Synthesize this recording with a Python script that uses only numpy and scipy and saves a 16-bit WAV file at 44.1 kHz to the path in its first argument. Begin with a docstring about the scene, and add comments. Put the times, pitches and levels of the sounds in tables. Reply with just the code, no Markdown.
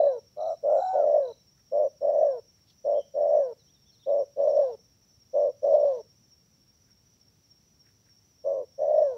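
"""Spotted doves: paired coos, a short fluttering note and a long one that clears and falls away; a higher voice joins once.
Each coo is a nearly pure tone chopped by a closing valve, shaped by the throat, with overtones and breath added.
Around them: faint far calls (short grainy noise bands), far songbirds (gliding whistles), crickets (paired wing
strokes), a steady air rumble and insect blur (coloured noise), and a faint diffuse echo from the scrub."""
import sys
import numpy as np
from scipy import signal
from scipy.fft import rfft, irfft, next_fast_len
from scipy.io import wavfile
from scipy.ndimage import uniform_filter1d, map_coordinates

SR = 44100
rng = np.random.default_rng(int(sys.argv[2]) if len(sys.argv) > 2 else 0)


def bounce(signal):
    """Save signal as a 16-bit WAV file at the path given by the first command-line argument."""
    frames = np.transpose(np.atleast_2d(signal))
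    limited = np.clip(frames, -1, 1)
    pcm = np.round(limited * 32767).astype(np.int16)
    wavfile.write(sys.argv[1], SR, pcm)


N = 404397

# Short coos: (start [s], length [s], drive level [dB], swell [dB/s], mid pitch [Hz], glide [Hz/s],
# flutter [pulses/s], air hiss [dB re drive], throat tuning [1 = lower dove])
SHORT_COOS = [ (0.359, 0.2004, -28, 15.5, 643.9, 198.5, 96, -51, 1.263),
              (0.625, .194, -23.5, 9.5, 600.2, 100.5, 104, -57, 1.003),
              (1.711, 0.1799, -24, 1.5, 594.1, -100, 96, -53.5, 1.0045),
              (2.839, 0.1811, -25, -8.5, 591.6, -100, 106, -49.5, 0.999),
              (4.058, .192, -24.5, 0.5, 576.6, -150, 98, -54, 1),
              (5.329, 0.19, -23.5, -12, 578.9, -200, 98, -47.5, 1),
              (8.437, 0.2198, -28, -35.5, 549.5, -400, 94, -52.5, 1.054)]
# Long coos: (start [s], held drive level [dB], swell [dB/s], held pitch [Hz], mid-flutter rate [pulses/s],
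# flutter clears after [s], air hiss [dB re drive], third harmonic [dB])
LONG_COOS = [ (-.205, -19.5, 4.5, 603.1, 70, .28, -50, -31), (.926, -22, -3.5, 601.1, 88, .29, -47, -31),
             (2.004, -21.5, 4, 602.4, 86, .275, -49, -32), (3.136, -21.5, 8.5, 599.5, 82, .27, -49, -32),
             (4.358, -21.5, 3, 584.4, 78, .255, -42.5, -35.5),
             (5.618, -21.5, -9, 590.5, 58, .25, -42.5, -43.5),
             (8.776, -21.5, 10, 607.3, 62, .266, -45.5, -30.5)]
# Higher dove's long note: (time [s], drive level [dB], pitch [Hz])
HIGH_NOTE = [(.65, -46, 639.5), (.698, -29.5, 680), (.778, -30, 700), (.85, -28, 740), (.94, -28.5, 755),
             (.99, -27, 727.8), (1.035, -34, 649.2), (1.06, -56.5, 595)]
# Its flutter: (clears at [s], start, middle, end rate [pulses/s], unevenness [0-1], limp [share of a pulse],
# depth [1 = full closure], air hiss [dB re drive], throat tuning [1 = lower dove])
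HIGH_FLUTTER = (0.8543, 94, 80, 42, 0.1118, 0, 1.11, -42.5, 1.4556)
# Swollen-throat response at tuning 1: (frequency [Hz], gain [dB])
THROAT = [(100, -32.5), (250, -5.5), (350, -4.5), (450, -1.5), (560, 5.5), (680, 5), (800, 5), (950, -3.5),
          (1200, -31), (1700, -38), (3000, -67.5)]
# Closed-beak response above the tone, at tuning 1: (frequency [Hz], gain [dB])
OVERTONES = [(300, -23.5), (650, -7.5), (900, 7), (1100, -0.5), (1230, -16), (1400, -21), (1600, -14),
             (1900, -14), (2100, -23.5), (3000, -44)]
# Membrane turbulence spectrum: (frequency [Hz], relative density [dB/Hz])
RASP = [(200, -10.5), (600, 2), (1100, -3), (1900, -5), (3000, -16)]
# Breath spectrum: (frequency [Hz], relative density [dB/Hz])
AIR_HISS = [(50, -8.5), (130, 11), (280, 12.5), (600, -5), (1200, -5), (1700, -9.5), (2400, -6), (3500, 0),
            (4800, 0), (6200, -5), (7400, -12.5), (8500, -24), (15000, -17.5)]
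# Air whistling in the higher dove's beak: (time [s], level [dB], pitch [Hz])
BEAK_WHISTLE = [(.4, -100, 7500), (.52, -74, 7500), (.58, -93.5, 7500), (.68, -85.5, 7700),
                (.75, -72, 7350), (0.849, -68, 7220), (0.931, -71, 6930), (1.02, -82.5, 6230),
                (1.079, -105, 6240)]
# Faint distant calls, hazy and noisy: (centre time [s], half length [s], centre frequency [Hz],
# level before window [dB])
FAR_CALLS = [(1.59, .05, 1700, -78), (2.58, .05, 1800, -79), (2.7, .07, 4000, -68), (6.9, .08, 1750, -77),
             (7.88, .08, 1850, -75.5), (8.08, .07, 1800, -75.5)]
# Small bird's runs of falling pips: (first pip centre [s], level [dB])
PIP_RUNS = [(-.015, -58.5), (0.384, -59.5), (0.781, -58), (1.231, -59)]
# Far songbird notes: (start [s], length [s], start, middle, end pitch [Hz], level [dB])
TWEETS = [(2.94, 0.064, 2984, 3230, 3080, -66), (2.982, 0.0582, 3385, 3130, 3090, -62.5),
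          (3.587, 0.0436, 4300, 4000, 3690, -70.5), (3.675, 0.037, 3050, 3300, 3690, -71),
          (3.742, 0.0454, 3940, 3700, 3480, -72.5), (3.855, 0.0586, 3262, 3550, 3080, -70),
          (3.92, 0.044, 4150, 4250, 3500, -67), (3.99, 0.059, 3480, 3700, 2980, -68.5),
          (4.028, .034, 3190, 3550, 4000, -65), (4.09, .03, 4100, 3750, 3346, -69)]
# Crickets: (first chirp [s], period [s], mid pitch [Hz], relative level [dB])
CRICKETS = [(.131, .2953, 5570, -64.5), (.21, .3018, 5500, -65.5), (.137, .2875, 5870, -69.5),
            (.207, .312, 5780, -72), (.148, .288, 6090, -80)]
# Outdoor air spectrum: (frequency [Hz], relative density [dB/Hz])
AIR = [(20, -32), (35, -21), (52, -6), (80, -2), (100, 0), (190, -5), (300, -13), (450, -16), (700, -21),
       (1500, -27), (3300, -27), (5000, -28), (7500, -31.5), (8600, -35), (15700, -30)]
# Far insect blur: (frequency [Hz], relative density [dB/Hz])
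CHORUS = [(3000, -31.0), (4400, -18.5), (5000, -9.5), (5300, -15.0), (5500, -1), (5900, -6.5),
          (6250, -23.0), (7500, -20.5), (8300, -48)]
# Scrub echo decay: (frequency [Hz], t60 [s])
SCRUB = [(300, .3), (700, .28), (3000, .33), (6000, .3), (12000, .15)]

# coo contours
ONSET_DB, SHORT_ATTACK_S, LONG_ATTACK_S = 27.5, .0105, .014
SCOOP_SHARE, SCOOP_S = 0.19, .022  # slide up to pitch
RELEASE_DB, RELEASE_S = 24, .014  # end of a short coo
DROOP_SHARE, DROOP_S = .17, .028  # its final pitch droop
LONG_COO_S, HOLD_S = .403, 0.24815
ROUNDING_S = .017  # bend from hold into fall
SINK_HZ_PER_S, FALL_DB_PER_S = 1080, 111
EDGE_S = .012  # fade at both ends of a note
# flutter
FIRST_PULSES_PER_S, LAST_PULSES_PER_S = 96, 43  # long coo
SHORT_UNEVEN, LONG_UNEVEN = .07, .22  # 0-1
LIMP = .06  # long coo: every second pulse shorter and weaker [share of a pulse]
DEPTH = .96  # lower dove's valve closure, 1 = full
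SLIP_RAD = 1.3  # phase scatter from pulse to pulse
BEND = .6  # pitch swing within a pulse, per unit of unevenness
# voice
JITTER, SHIMMER = .016, .08  # quick unsteadiness of pitch, loudness [shares]
WIDEST_SWING = .15  # soft limit of membrane amplitude
SHORT_THIRD_DB = -39
HIGH_SECOND_DB, HIGH_THIRD_DB = -31, -40
DULL_START_DB, BRIGHTEN_S = 8.5, 0.016  # overtones lag the tone
HOARSENING = 0.58  # breath gained per effort lost [dB/dB]
# surroundings
CRICKET_STROKE_S, CRICKET_RASP_RAD = .056, .55
AIR_DB = -66.6
FADE_IN_S, TOP_HZ = .004, 15750


def amp(db):
    """Decibels to gain."""
    return 10 ** (np.asarray(db) / 20)


def unit(x):
    """Scale to rms 1."""
    return x / np.sqrt(np.mean(x ** 2) + 1e-20)


def along(points, hz):
    """Read (Hz, value) points on a log-frequency axis."""
    f, v = np.transpose(points)
    return np.interp(np.log(hz + 1), np.log(f + 1), v)


def filtered(x, response):
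    """Multiply the spectrum of x by response(hz)."""
    m = next_fast_len(len(x) + 8192)
    return irfft(rfft(x, m) * response(np.fft.rfftfreq(m, 1 / SR)), m)[:len(x)]


def noise(spectrum, size):
    """Coloured noise of rms 1."""
    white = rng.standard_normal(size)
    return unit(filtered(white, lambda hz: amp(along(spectrum, hz))))


def wobble(knots_per_s, size):
    """Smooth random curve through normal knots."""
    knots = rng.standard_normal(int(size * knots_per_s / SR) + 4)
    return map_coordinates(knots, [np.arange(size) * knots_per_s / SR])


def turn(hz):
    """Running phase [rad] of a frequency curve."""
    return 2 * np.pi * np.cumsum(hz) / SR


def add(track, start_s, sound):
    """Mix a sound into the track, clipped to its ends."""
    at = round(start_s * SR) + np.arange(len(sound))
    inside = (at >= 0) & (at < N)
    track[at[inside]] += sound[inside]


def doves():
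    """All coos, plus the higher dove's long note."""
    out = np.zeros(N)
    for row in SHORT_COOS:
        add(out, row[0], short_coo(*row))
    for row in LONG_COOS:
        add(out, row[0], long_coo(*row))
    add(out, HIGH_NOTE[0][0], coo(HIGH_NOTE, HIGH_FLUTTER, HIGH_THIRD_DB, HIGH_SECOND_DB))
    return out


def short_coo(start_s, length_s, db, swell, hz, glide, rate, hiss_db, tuning):
    """An arch of level and pitch that flutters at a steady mean rate to its end."""
    u = np.linspace(0, length_s, num=200)
    from_middle = u - length_s / 2
    level_db, pitch_hz = onset(u, SHORT_ATTACK_S, db + swell * from_middle, hz + glide * from_middle)
    level_db = level_db - RELEASE_DB * np.exp((u - length_s) / RELEASE_S)
    pitch_hz = pitch_hz * (1 - DROOP_SHARE * np.exp((u - length_s) / DROOP_S))
    flutter = (start_s + length_s, rate, rate, SHORT_UNEVEN, 0, DEPTH, hiss_db, tuning)
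    return coo(np.column_stack([start_s + u, level_db, pitch_hz]), flutter, SHORT_THIRD_DB)


def long_coo(start_s, db, swell, hz, rate, clears_s, hiss_db, third_db):
    """Holds while the flutter slows; as air runs out, level and pitch sink together in a clear tone."""
    u = np.linspace(0, LONG_COO_S, num=400)
    # seconds into the fall, with a rounded corner
    spent_s = ROUNDING_S * np.logaddexp(0, (u - HOLD_S) / ROUNDING_S)
    held_db = db + swell * np.minimum(u - HOLD_S, 0)
    falling_db = held_db - FALL_DB_PER_S * spent_s
    sinking_hz = hz - SINK_HZ_PER_S * spent_s
    level_db, pitch_hz = onset(u, LONG_ATTACK_S, falling_db, sinking_hz)
    rates = (FIRST_PULSES_PER_S, rate, LAST_PULSES_PER_S)
    flutter = (start_s + clears_s, *rates, LONG_UNEVEN, LIMP, DEPTH, hiss_db, 1)
    return coo(np.column_stack([start_s + u, level_db, pitch_hz]), flutter, third_db)


def onset(u, attack_s, db, hz):
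    """Level and pitch rise as air pressure builds, u seconds in."""
    return db - ONSET_DB * np.exp(-u / attack_s), hz * (1 - SCOOP_SHARE * np.exp(-u / SCOOP_S))


def coo(note, flutter, third_db, second_db=-33, side_hz=135, side_db=-19, clear_third_db=7, rasp_db=-31):
    """A nearly pure tone chopped by valve flutter, through throat and closed beak, with breath hiss."""
    s, level_db, pitch_hz = np.transpose(note)
    clears_s, *rates, uneven, limp, depth, hiss_db, tuning = flutter
    t = np.arange(s[0], s[-1], 1 / SR)
    size = len(t)

    def shaped(x, points):
        return filtered(x, lambda hz: amp(along(points, hz / tuning)))

    effort = amp(np.interp(t, s, level_db))
    to_edge_s = np.minimum(t - t[0], t[-1] - t)
    fade = np.sin(np.pi / 2 * np.clip(to_edge_s / EDGE_S, 0, 1)) ** 2

    # closures grow shallow around the clearing time
    fluttering = np.exp(-np.maximum(t - clears_s + .02, 0) / .024)
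    clear = 1 - fluttering
    swell, position, slip = flutter_pulses(t, clears_s, rates, uneven, limp, depth)
    swell = 1 + fluttering * (swell - 1)

    # pitch climbs within each pulse
    climb = fluttering * BEND * uneven * ((swell - 1) / 2 + 2 * (position - .5))
    waver = JITTER * (1 - clear / 2) * wobble(220, size)
    phase = slip + turn(np.interp(t, s, pitch_hz) * (1 + climb + waver))

    # once clear, a weak second tone beats above the first and the fading voice grows hoarser
    hoarse = 1 + clear * ((effort.max() / effort) ** HOARSENING - 1)
    side = amp(side_db) * clear * np.sin(phase + turn(side_hz * (1 + 0.34 * wobble(90, size))))

    drive = effort * fade * swell * (1 + SHIMMER * wobble(300, size))
    drive = drive / (1 + (drive / WIDEST_SWING) ** 8) ** (1 / 8)
    tone = shaped(drive * (np.sin(phase) + hoarse * side), THROAT)

    second = amp(second_db) * np.sin(2 * phase)
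    third = amp(third_db + clear * clear_third_db) * np.sin(3 * phase)
    rasp = amp(rasp_db) * noise(RASP, size)
    bright = amp(-DULL_START_DB * np.exp((t[0] - t) / BRIGHTEN_S))
    overtones = shaped(drive * hoarse * bright * (second + third + rasp), OVERTONES)
    hiss = drive * hoarse * amp(hiss_db) * noise(AIR_HISS, size)
    return tone + overtones + hiss


def flutter_pulses(t, clears_s, rates, uneven, limp, depth, scatter_db=9):
    """Valve snapping shut at an uneven rate: gives loudness, position within the pulse, phase slip."""
    closure_s = .004
    mean_rate = np.interp(t, np.linspace(t[0], clears_s, len(rates)), rates)
    rate = mean_rate * np.exp(uneven * wobble(60, len(t)))
    beat = np.cumsum(rate) / SR
    beat = beat + limp * np.cos(np.pi * beat)
    pulse = beat.astype(int)
    strength, kick = rng.standard_normal((120, 2))[pulse].T
    # closure time is the same at any rate, so slow pulses have flat tops
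    opening = np.tanh(np.abs(np.sin(np.pi * beat)) / (np.pi * rate * closure_s)) ** 1.3
    opening = opening * (1 - 2 * limp * (pulse % 2))
    scatter = amp(scatter_db * uneven * np.minimum(strength, .5))
    swell = unit(1 - depth * (1 - opening * scatter))
    # membrane restarts out of step after each closure
    slip = np.cumsum(np.diff(pulse, prepend=0) * kick * SLIP_RAD * (t < clears_s))
    return swell, uniform_filter1d(beat % 1, size=60), uniform_filter1d(slip, size=60)


def beak_whistle(blur_rad=1.3):
    """Air whistling in the higher dove's beak: a phase-blurred sine that sinks as the note runs out."""
    s, db, hz = np.transpose(BEAK_WHISTLE)
    t = np.arange(s[0], s[-1], 1 / SR)
    phase = turn(np.interp(t, s, hz)) + blur_rad * wobble(900, len(t))
    out = np.zeros(N)
    add(out, s[0], amp(np.interp(t, s, db)) * np.sqrt(2) * np.sin(phase))
    return out


def far_calls():
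    """Faint distant calls, hazy and noisy: short noise bands with a grainy random level."""
    out = np.zeros(N)
    for centre_s, half_s, hz, db in FAR_CALLS:
        size = int(2 * half_s * SR)
        colour = [(hz / 2, -25), (hz / 1.2, 0), (hz * 1.2, -2), (hz * 2, -22)]
        grain = amp(2.8 * wobble(200, size))
        add(out, centre_s - half_s, amp(db) * np.hanning(size) ** 2 * noise(colour, size) * grain)
    return out


def songbird_whistle(length_s, pitches_hz, db):
    """Thin whistle on a parabolic glide through three pitches."""
    u = np.linspace(0, 1, int(length_s * SR))
    glide_hz = np.polyval(np.polyfit([0, .5, 1], pitches_hz, 2), u)
    phase = turn(glide_hz) + 0.68 * wobble(450, len(u))
    return amp(db) * np.sqrt(2) * np.sin(np.pi * u) ** 0.42 * np.sin(phase)


def songbirds(pip_gap_s=.0258, pip_s=0.015, from_hz=4130, to_hz=3840, first_pip_db=-8, count=5):
    """Far small birds: runs of falling pips, the first weaker, and single gliding notes."""
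    out = np.zeros(N)
    pip_hz = [from_hz, (from_hz + to_hz) / 2, to_hz]
    for s, db in PIP_RUNS:
        for k in range(count):
            pip = songbird_whistle(pip_s, pip_hz, db + first_pip_db * (k == 0))
            add(out, s + k * pip_gap_s - pip_s / 2, pip)
    for s, length_s, *pitches_hz, db in TWEETS:
        add(out, s, songbird_whistle(length_s, pitches_hz, db))
    return out


def crickets(level_db=-0.14):
    """Double chirps, each cricket on its own beat; a wing stroke is a rough tone falling in pitch."""
    pair_gap_s, fall_hz = .069, 260
    out = np.zeros(N)
    u = np.linspace(0, 1, int(CRICKET_STROKE_S * SR))
    envelope = np.sin(np.pi * u) ** 2 * np.sqrt(2)
    for first_s, period_s, hz, db in CRICKETS:
        for s in np.arange(first_s - period_s, N / SR, period_s):
            for stroke_s in (s, s + pair_gap_s):
                phase = turn(hz + fall_hz * (.5 - u)) + CRICKET_RASP_RAD * wobble(270, len(u))
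                gain = amp(level_db + db + rng.normal(0, 2.6))
                add(out, stroke_s - CRICKET_STROKE_S / 2, gain * envelope * np.sin(phase))
    return out


def air(chorus_db=-75):
    """Steady outdoor rumble and hiss, plus the blur of many far insects, as coloured noise."""
    return amp(AIR_DB) * noise(AIR, N) + amp(chorus_db) * noise(CHORUS, N)


def scrub(x, delay_s=0.033):
    """Diffuse echo: a delayed noise tail, each frequency decaying at its own speed."""
    hz, t, z = signal.stft(rng.standard_normal(SR // 2), SR, nperseg=256)
    decay = amp(-60 * t / along(SCRUB, hz)[:, None])
    tail = signal.istft(z * decay, SR, nperseg=256)[1]
    delayed = np.pad(x, (int(delay_s * SR), 0))
    return signal.fftconvolve(delayed, tail / np.linalg.norm(tail))[:N]


def scene():
    """Doves and hazy calls with little echo; songbirds and insects with more."""
    doves_and_calls = doves() + beak_whistle() + far_calls()
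    birds, insects = songbirds(), crickets()
    echo = scrub(amp(-30.5) * doves_and_calls + amp(-9) * birds + amp(-4.0) * insects)
    return (doves_and_calls + birds + insects + echo + air())[None]


def record(dry):
    """Fade in, then remove everything from TOP_HZ up."""
    fade_in = np.sin(np.pi / 2 * np.minimum(np.arange(N) / SR / FADE_IN_S, 1)) ** 2
    return np.array([filtered(channel * fade_in, lambda hz: hz < TOP_HZ) for channel in dry])


dry = scene()
out = record(dry)
bounce(out)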